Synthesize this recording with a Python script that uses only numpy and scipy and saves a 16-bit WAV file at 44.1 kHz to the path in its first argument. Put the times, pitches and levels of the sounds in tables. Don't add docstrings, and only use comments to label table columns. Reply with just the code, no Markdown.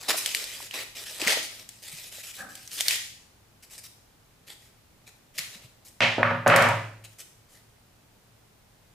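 import sys
import numpy as np
from scipy import signal
from scipy.fft import rfft, irfft
from scipy.io import wavfile
from scipy.ndimage import uniform_filter1d

SR = 44100
rng = np.random.default_rng(int(sys.argv[2]) if len(sys.argv) > 2 else 0)


def output_pcm(signal):
    pcm = np.clip(np.atleast_2d(signal).T, -1, 1) * 32767
    wavfile.write(sys.argv[1], SR, np.round(pcm).astype(np.int16))


N = 394244
TIME, FREQS = np.arange(N) / SR, np.fft.rfftfreq(N, 1 / SR)


def amp(db):
    return 10 ** (np.asarray(db) / 20)


def unit(x):
    return x / np.sqrt(np.mean(x ** 2) + 1e-20)


def read(points, hz):
    f, value = np.transpose(points)
    return np.interp(np.log(hz + 1), np.log(f + 1), value)


def add(mix, s, sound):
    part = mix[..., round(s * SR):][..., :sound.shape[-1]]
    part += sound[..., :part.shape[-1]]


def colour(x, spectrum, size=2048):
    log_gain = np.log(amp(read(spectrum, abs(np.fft.fftfreq(size, 1 / SR)))))
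    taps = np.fft.ifft(np.exp(np.conj(signal.hilbert(log_gain)))).real
    return signal.oaconvolve(x, taps[None], axes=1)[:, :x.shape[1]]


def pair(z, likeness):
    c = np.clip(likeness, 0, 1)
    return np.array([z[0], c * z[0] + np.sqrt(1 - c ** 2) * z[1]])


def press(gestures, grip_s=0.0087, let_go_s=0.012, sag_db_per_s=11.5, even_db=-59):
    power = np.zeros((3, N))
    for start, length, db, hollow_db in gestures:
        t = np.arange(0, length + let_go_s, 1 / SR)
        gate = np.minimum(t / grip_s, 1) * np.clip(1 - (t - length) / let_go_s, 0, 1)
        effort = db - sag_db_per_s * t
        fizz = even_db + 0.87 * (effort - even_db) - 0.28 * hollow_db
        add(power, start, (gate * amp([effort, effort + hollow_db, fizz])) ** 2)
    return power


# start and length in seconds, effort in dB, hollow body in dB over effort.
STROKES = [(0.0, 0.078, -47.5, -6.5), (0.08, 0.03, -23.5, -9), (0.108, 0.047, -41, 3),
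           (0.166, 0.16, -40, -12), (.33, .12, -41.5, -8.5), (0.459, 0.21, -44.5, -10.5),
           (0.733, 0.096, -38, -5), (0.947, 0.092, -43.5, -9), (1.053, .135, -43.5, -11.5),
           (1.194, .07, -36.5, -4), (1.26, 0.077, -29, -3.5), (1.354, 0.042, -39, -3.5),
           (1.416, 0.043, -43, -15), (1.506, 0.12, -52.5, -7.5)]


def sawing():
    return press(STROKES)


# frequency in Hz, gain in dB.
HOLLOW = [(60, -39.5), (160, -13), (300, -1.5), (560, 0.5), (900, -1), (1300, 0.5), (2000, -5.5),
          (5000, -51)]
CRUNCH = [(500, -46.5), (1300, -13.5), (1700, -2), (2100, 1.5), (3100, 6.5), (4200, 4.5), (5300, -6.5),
          (7500, -20), (15000, -49.5)]
FIZZ = [(2000, -44.5), (4200, -15), (5700, -2.5), (8000, -0.5), (10000, -3.5), (13000, -4.5),
        (15000, -10.5)]
# pitch in Hz, width in Hz, gain in dB.
FRUIT_MODES = [(620, 62, 1.5), (1956, 160, -2), (2397, 200, -2.5), (3000, 180, -16), (3930, 93, -6.5),
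               (4954, 670, -2.5), (8240, 2200, -19)]


def foam(power, cells_per_s=7000, spread_db=2.5, clump_db=1.0, hiss=.45):
    drift = uniform_filter1d(uniform_filter1d(rng.standard_normal(N), 300), 90)
    clumps = amp(clump_db * unit(drift))
    sizes = amp(spread_db * np.minimum(rng.exponential(1, N), 5))
    bursts = sizes * (rng.random(N) < cells_per_s / SR)
    cells = (unit(bursts) + hiss) * clumps * pair(rng.standard_normal((2, N)), 0.8)
    ring = 1 + sum(amp(db) / (1 + 2j * (FREQS - f) / width) for f, width, db in FRUIT_MODES)
    table_bounce = 1 + 0.1 * np.exp(-2j * np.pi * FREQS * .0023)
    cells = wander(irfft(rfft(cells) * ring * table_bounce, N))
    crunch, hollow, fizz = np.sqrt(power)
    body = pair(unit(colour(cells, HOLLOW)), 0.28)
    return crunch * unit(colour(cells, CRUNCH)) + hollow * body + fizz * unit(colour(cells, FIZZ))


def wander(x, depth_db=3):
    bands = signal.stft(x, SR, nperseg=256)[2]
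    patches = uniform_filter1d(rng.standard_normal(bands.shape[1:]), size=3, axis=0)
    patches = unit(uniform_filter1d(patches, size=12, axis=1))
    return signal.istft(bands * amp(depth_db * patches), SR, nperseg=256)[1][:, :N]


# frequency in Hz, left-right likeness from 0 to 1.
LIKENESS = [(30, 1), (200, 0.78), (500, 0.18), (1000, 0.26), (2500, 0.11), (15000, 0.069)]
# frequency in Hz, seconds to fall 60 dB.
ROOM_T60 = [(100, 0.92), (500, 0.5), (2000, 0.53), (6000, 0.62), (14000, 0.54)]


def room(x):
    hz, t, bands = signal.stft(rng.standard_normal((2, SR)), SR, nperseg=256)
    bands = pair(bands, read(LIKENESS, hz)[:, None]) * amp(-60 * t / read(ROOM_T60, hz)[:, None])
    tail = signal.istft(bands, SR, nperseg=256)[1]
    tail *= np.clip((np.arange(tail.shape[1]) / SR - .004) / 0.013, 0, 1)
    return signal.fftconvolve(x, tail / np.linalg.norm(tail[0]), axes=1)[:, :N]


# frequency in Hz, gain in dB.
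AIR = [(12, -40.5), (20, -6.5), (115, -4), (357, -13), (433, -12.5), (753, -14.5), (818, -13),
       (914, -16.5), (15000, -27.5)]


def air(bed_db=-59.5, hum_hz=112, hum_width_hz=6, hum_db=-74):
    noise = pair(rfft(rng.standard_normal((2, N))), read(LIKENESS, FREQS))
    drone = unit(irfft(noise[0] / (1 + (2 * (FREQS - hum_hz) / hum_width_hz) ** 2), N))
    bed = unit(irfft(noise * amp(read(AIR, FREQS)), N))
    return amp(bed_db) * bed + amp(hum_db) * drone


# start in seconds, level in dB, pitch in Hz.
BUMPS = [(.098, -26, 610), (.143, -25.5, 650), (.604, -34, 940), (1.223, -27.5, 346), (1.266, -31.5, 232),
         (1.371, -23.5, 566), (1.933, -44.5, 150), (2.183, -42, 573), (2.806, -34.5, 670),
         (5.391, -47, 165), (5.48, -49, 118), (5.555, -48, 200), (5.644, -44, 120)]


def bumps(swell_cycles=0.78):
    out, t = np.zeros(N), np.arange(4096) / SR
    for s, db, hz in BUMPS:
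        swell = t * hz / swell_cycles
        add(out, s, amp(db) * np.sin(2 * np.pi * hz * t) * swell * np.exp(1 - swell))
    return out


# start and length in seconds, effort in dB, fizz in dB over effort.
SCUFFS = [(0.165, .04, -38.5, 12), (2.717, .09, -52.5, 12.5), (3.623, 0.037, -56.5, 6),
          (3.697, 0.086, -52.5, 5.5), (3.777, 0.027, -52.5, 10.5), (3.832, 0.049, -48.5, 4),
          (4.465, 0.086, -49, 2), (4.59, 0.12, -63.5, 2), (5.062, 0.043, -55, 1),
          (5.338, 0.069, -52.5, -0.5), (5.377, .028, -35.5, 2.5), (5.497, 0.1, -52, -1),
          (5.612, 0.065, -56, -2), (5.846, .06, -57.5, 8.5), (7.038, 0.034, -50, 1), (7.117, 0.029, -61, 3),
          (7.183, 0.05, -49, 6), (7.482, 0.14, -64, 5)]


def scuffing():
    power = np.zeros((3, N))
    for start, length, db, fizz_db in SCUFFS:
        slip = np.sin(np.pi * np.linspace(0, 1, int(length * SR)) ** 0.8) ** 2
        hollow_db = -28 + 0.66 * db
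        add(power, start, amp([[db], [hollow_db], [db + fizz_db]]) ** 2 * slip)
    return power


# start in seconds, level in dB, ring in Hz, depth from 0 to 1.
SNAPS = [(0.2606, -7, 3160, 0), (0.3483, -4, 2320, 0), (.371, -17.5, 2930, .4), (0.441, -19.5, 3980, 0.1),
         (0.7105, -24, 3000, 1), (.741, -20.5, 2600, 1), (1.2165, -14, 2700, 1), (1.2737, -6.5, 2180, 1),
         (1.28, -8, 2000, 0.95), (1.295, -11.5, 2700, 0.8), (1.304, -10.5, 1700, 0.74),
         (1.322, -16.5, 2000, 0.9), (1.6906, -22, 7500, .05), (2.554, -23.5, 7560, 0),
         (2.6764, -25, 5950, 0.03), (2.716, -27, 5960, .2), (2.8078, -6, 3270, 0.04),
         (2.883, -3.5, 4580, 0.52), (2.9085, -9.5, 2470, 0.77), (5.3845, -18.5, 2050, .9),
         (5.391, -19.5, 2230, .9), (6.477, -11, 10400, 0.4), (6.5617, -5.5, 8800, 0.47),
         (6.623, -16, 7600, 0.5), (6.688, -22, 7860, 0)]


def snaps(ring_cycles=2.5, crack_s=0.0011, crumble_s=0.0088):
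    near, send, t = np.zeros((2, N)), np.zeros((2, N)), np.arange(1024) / SR
    surface_eq = [(200, -34), (600, -17), (1350, -17), (1900, 1.5), (2500, -1), (3300, 2),
                  (5500, 3.5), (8000, 5), (15000, -2.5)]
    for s, db, hz, depth in SNAPS:
        spectrum = [(f, gain + depth * read([(2500, 0), (7000, -13)], f)) for f, gain in surface_eq]
        crack = 0.48 * np.exp(-t / crack_s)
        crumbs = (0.23 + .2 * depth) * np.exp(-t / crumble_s)
        grit = pair(rng.standard_normal((2, len(t))), 0.46) * (crack + crumbs)
        snap = grit + np.sin(2 * np.pi * hz * t) * np.exp(-t * hz / ring_cycles)
        add(snap, .0023, 0.088 * snap)
        snap = colour(snap, spectrum)
        snap *= amp(db) / abs(snap).max()
        add(near, s, snap)
        click = colour(np.exp(-t / .00003) * np.ones((2, 1)), spectrum)
        add(send, s, amp(-6 + 6.5 * depth) * snap.std() * unit(click))
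    return near, send


# start and length in seconds, effort in dB.
PULLS = [(1.705, 0.12, -64.5), (1.821, 0.081, -47), (1.909, 0.18, -48), (2.113, 0.1, -46.5),
         (2.227, 0.087, -46.5), (2.334, 0.084, -48), (2.485, 0.25, -56.5), (2.705, 0.078, -46.5),
         (2.773, 0.045, -35.5), (2.849, 0.11, -35)]


def prising(hollow_db=-14.5):
    return press([(*pull, hollow_db) for pull in PULLS])


# pitch in Hz, width in Hz, gain in dB.
CREAK_MODES = [(230, 150, -12.5), (570, 110, -10.5), (761, 32, 0.5), (1340, 190, -8.5), (1594, 260, -2.5)]


def creak(start_s=2.372, rise_s=0.038, level_db=-39, fade_db_per_s=120):
    body = sum(amp(db) / (1 + 2j * (FREQS - f) / width) ** 2 for f, width, db in CREAK_MODES)
    slips = unit(irfft(rfft(pair(rng.standard_normal((2, N)), 0.9)) * body, N))
    t = TIME - start_s
    return slips * np.clip(t / rise_s, 0, 1) * amp(level_db - fade_db_per_s * np.maximum(t - rise_s, 0))


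# start in seconds, level in dB, clack pitch in Hz,
# then wooden body, table ring and reverb send, each as a trim in dB.
KNOCKS = [(5.385, -42.5, 1900, -12, -9.5, 6.5), (5.55, -55.5, 2174, 2.5, 6.5, 5.5),
          (6.0054, -13, 2597, -8.5, -1.5, 11.5), (6.1818, -17, 760, 5, 1, 4),
          (6.2299, -7.5, 1501, -18.5, -4.5, 1), (6.3085, -16.5, 1500, -2, 1.5, -4.5),
          (6.462, -10, 1300, 1, 4, 4), (6.469, -7.5, 1800, -1.5, -6, 4.5),
          (6.6875, -17.5, 1200, -8, 3, -5.5)]
# frequency in Hz, gain in dB.
KNOCK_EQ = [(40, -43), (100, -25.5), (230, -16), (350, -12), (480, -7.5), (560, 1), (1100, -5), (1500, -7),
            (2600, -4.5), (3600, -8), (7000, -7), (15000, -6.5)]
# multiple of that pitch, gain in dB.
CLACK_EQ = [(.8, 0), (1.12, -2.5), (1.6, -11), (2.6, -24.5), (5, -46), (10, -52.5)]
# pitch in Hz, level in dB, seconds to fall 60 dB.
TABLE_MODES = [(108, -16, .9), (119, -19, .6), (129, -18, .55), (168, -18, .5), (241, -14, .45),
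               (550, -9, .33), (587, -12, .34), (655, -19, .3), (721, -20, .3), (913, -19, .35),
               (952, -14, .38), (1163, -21, .28), (1300, -18, .32), (1410, -18, .35), (1470, -17, .28),
               (1529, -19, .28), (1675, -19, .28), (1766, -20, .26), (1935, -21, .24)]


def knocks(contact_t60=0.036, ring_db=-2.0, crossfeed=0.21):
    near, send, rings, t = np.zeros((2, N)), np.zeros((2, N)), np.zeros(N), np.arange(SR) / SR
    hz, mode_db, t60 = np.transpose(TABLE_MODES)[:, :, None]
    modes = amp(mode_db - 60 * t / t60) * np.exp(2j * np.pi * hz * t) * (1 - np.exp(-t / 0.01))
    for s, db, clack_hz, body_db, table_db, room_db in KNOCKS + rocking():
        spectrum = [(clack_hz / 2, body_db)] + [(clack_hz * k, gain) for k, gain in CLACK_EQ]
        noise = pair(rng.standard_normal((2, 8192)), 0.94)
        clack = unit(colour(colour(noise, KNOCK_EQ), spectrum))
        clack *= amp(db - 60 * t[:8192] / contact_t60)
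        add(near, s, clack)
        impulse = np.eye(1, 8192) * np.ones((2, 1))
        click = colour(colour(impulse, KNOCK_EQ), spectrum)
        add(send, s, amp(room_db) * clack.std() * unit(click))
        spot = np.exp(2j * np.pi * rng.random(len(TABLE_MODES)))
        add(rings, s, amp(db + table_db + ring_db) * (spot @ modes).real)
    echo = room(send)
    echo = (1 - crossfeed) * echo + crossfeed * echo[::-1]
    return (near + echo) * amp([[-.6], [.6]]) + rings


def rocking(count=8, start_s=6.5005, gap_s=.021, jitter_s=.0015, blade_hz=1750, fade_db_per_s=56):
    pitch_luck, time_luck = rng.standard_normal((count, 2)).T
    elapsed = gap_s * np.arange(count)
    handle = np.arange(count) % 2
    starts = start_s + elapsed + jitter_s * time_luck
    levels = -9.5 - fade_db_per_s * elapsed
    pitches = blade_hz * 0.87 ** handle * np.exp(.05 * pitch_luck)
    body_db, room_db = -9 + 5 * handle, np.full(count, 7)
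    table_db = -4.5 + 39.5 * elapsed
    return list(zip(starts, levels, pitches, body_db, table_db, room_db))


def boom(start_s=6.645, level_db=-27.5, rise_s=0.028):
    hz, _, t60 = TABLE_MODES[0]
    t = np.maximum(TIME - start_s, 0)
    return amp(level_db - 60 * t / t60) * np.sin(2 * np.pi * hz * t) * (1 - np.exp(-t / rise_s))


def scene():
    scraping = foam(sawing() + scuffing() + prising()) + creak()
    cracks, crack_send = snaps()
    fruit = scraping + cracks + bumps() + room(amp(-5.0) * scraping + crack_send)
    return fruit * amp([[.4], [-.4]]) + knocks() + boom() + air()


def record(dry, threshold_db=-17, slope=0.47, recovery_db_per_s=70, edge_hz=15300):
    power_db = 10 * np.log10(abs(uniform_filter1d((dry ** 2).mean(0), size=256, origin=80)) + 1e-12)
    fall = TIME * recovery_db_per_s
    held_db = np.maximum.accumulate(power_db + fall) - fall
    over_db = np.maximum(held_db - threshold_db, 0)
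    ducked = dry / amp(slope * uniform_filter1d(over_db, size=64))
    low_pass = signal.firwin(201, edge_hz, window=("kaiser", 9), fs=SR)
    return signal.oaconvolve(ducked, low_pass[None], "same")


dry = scene()
out = record(dry)
output_pcm(out)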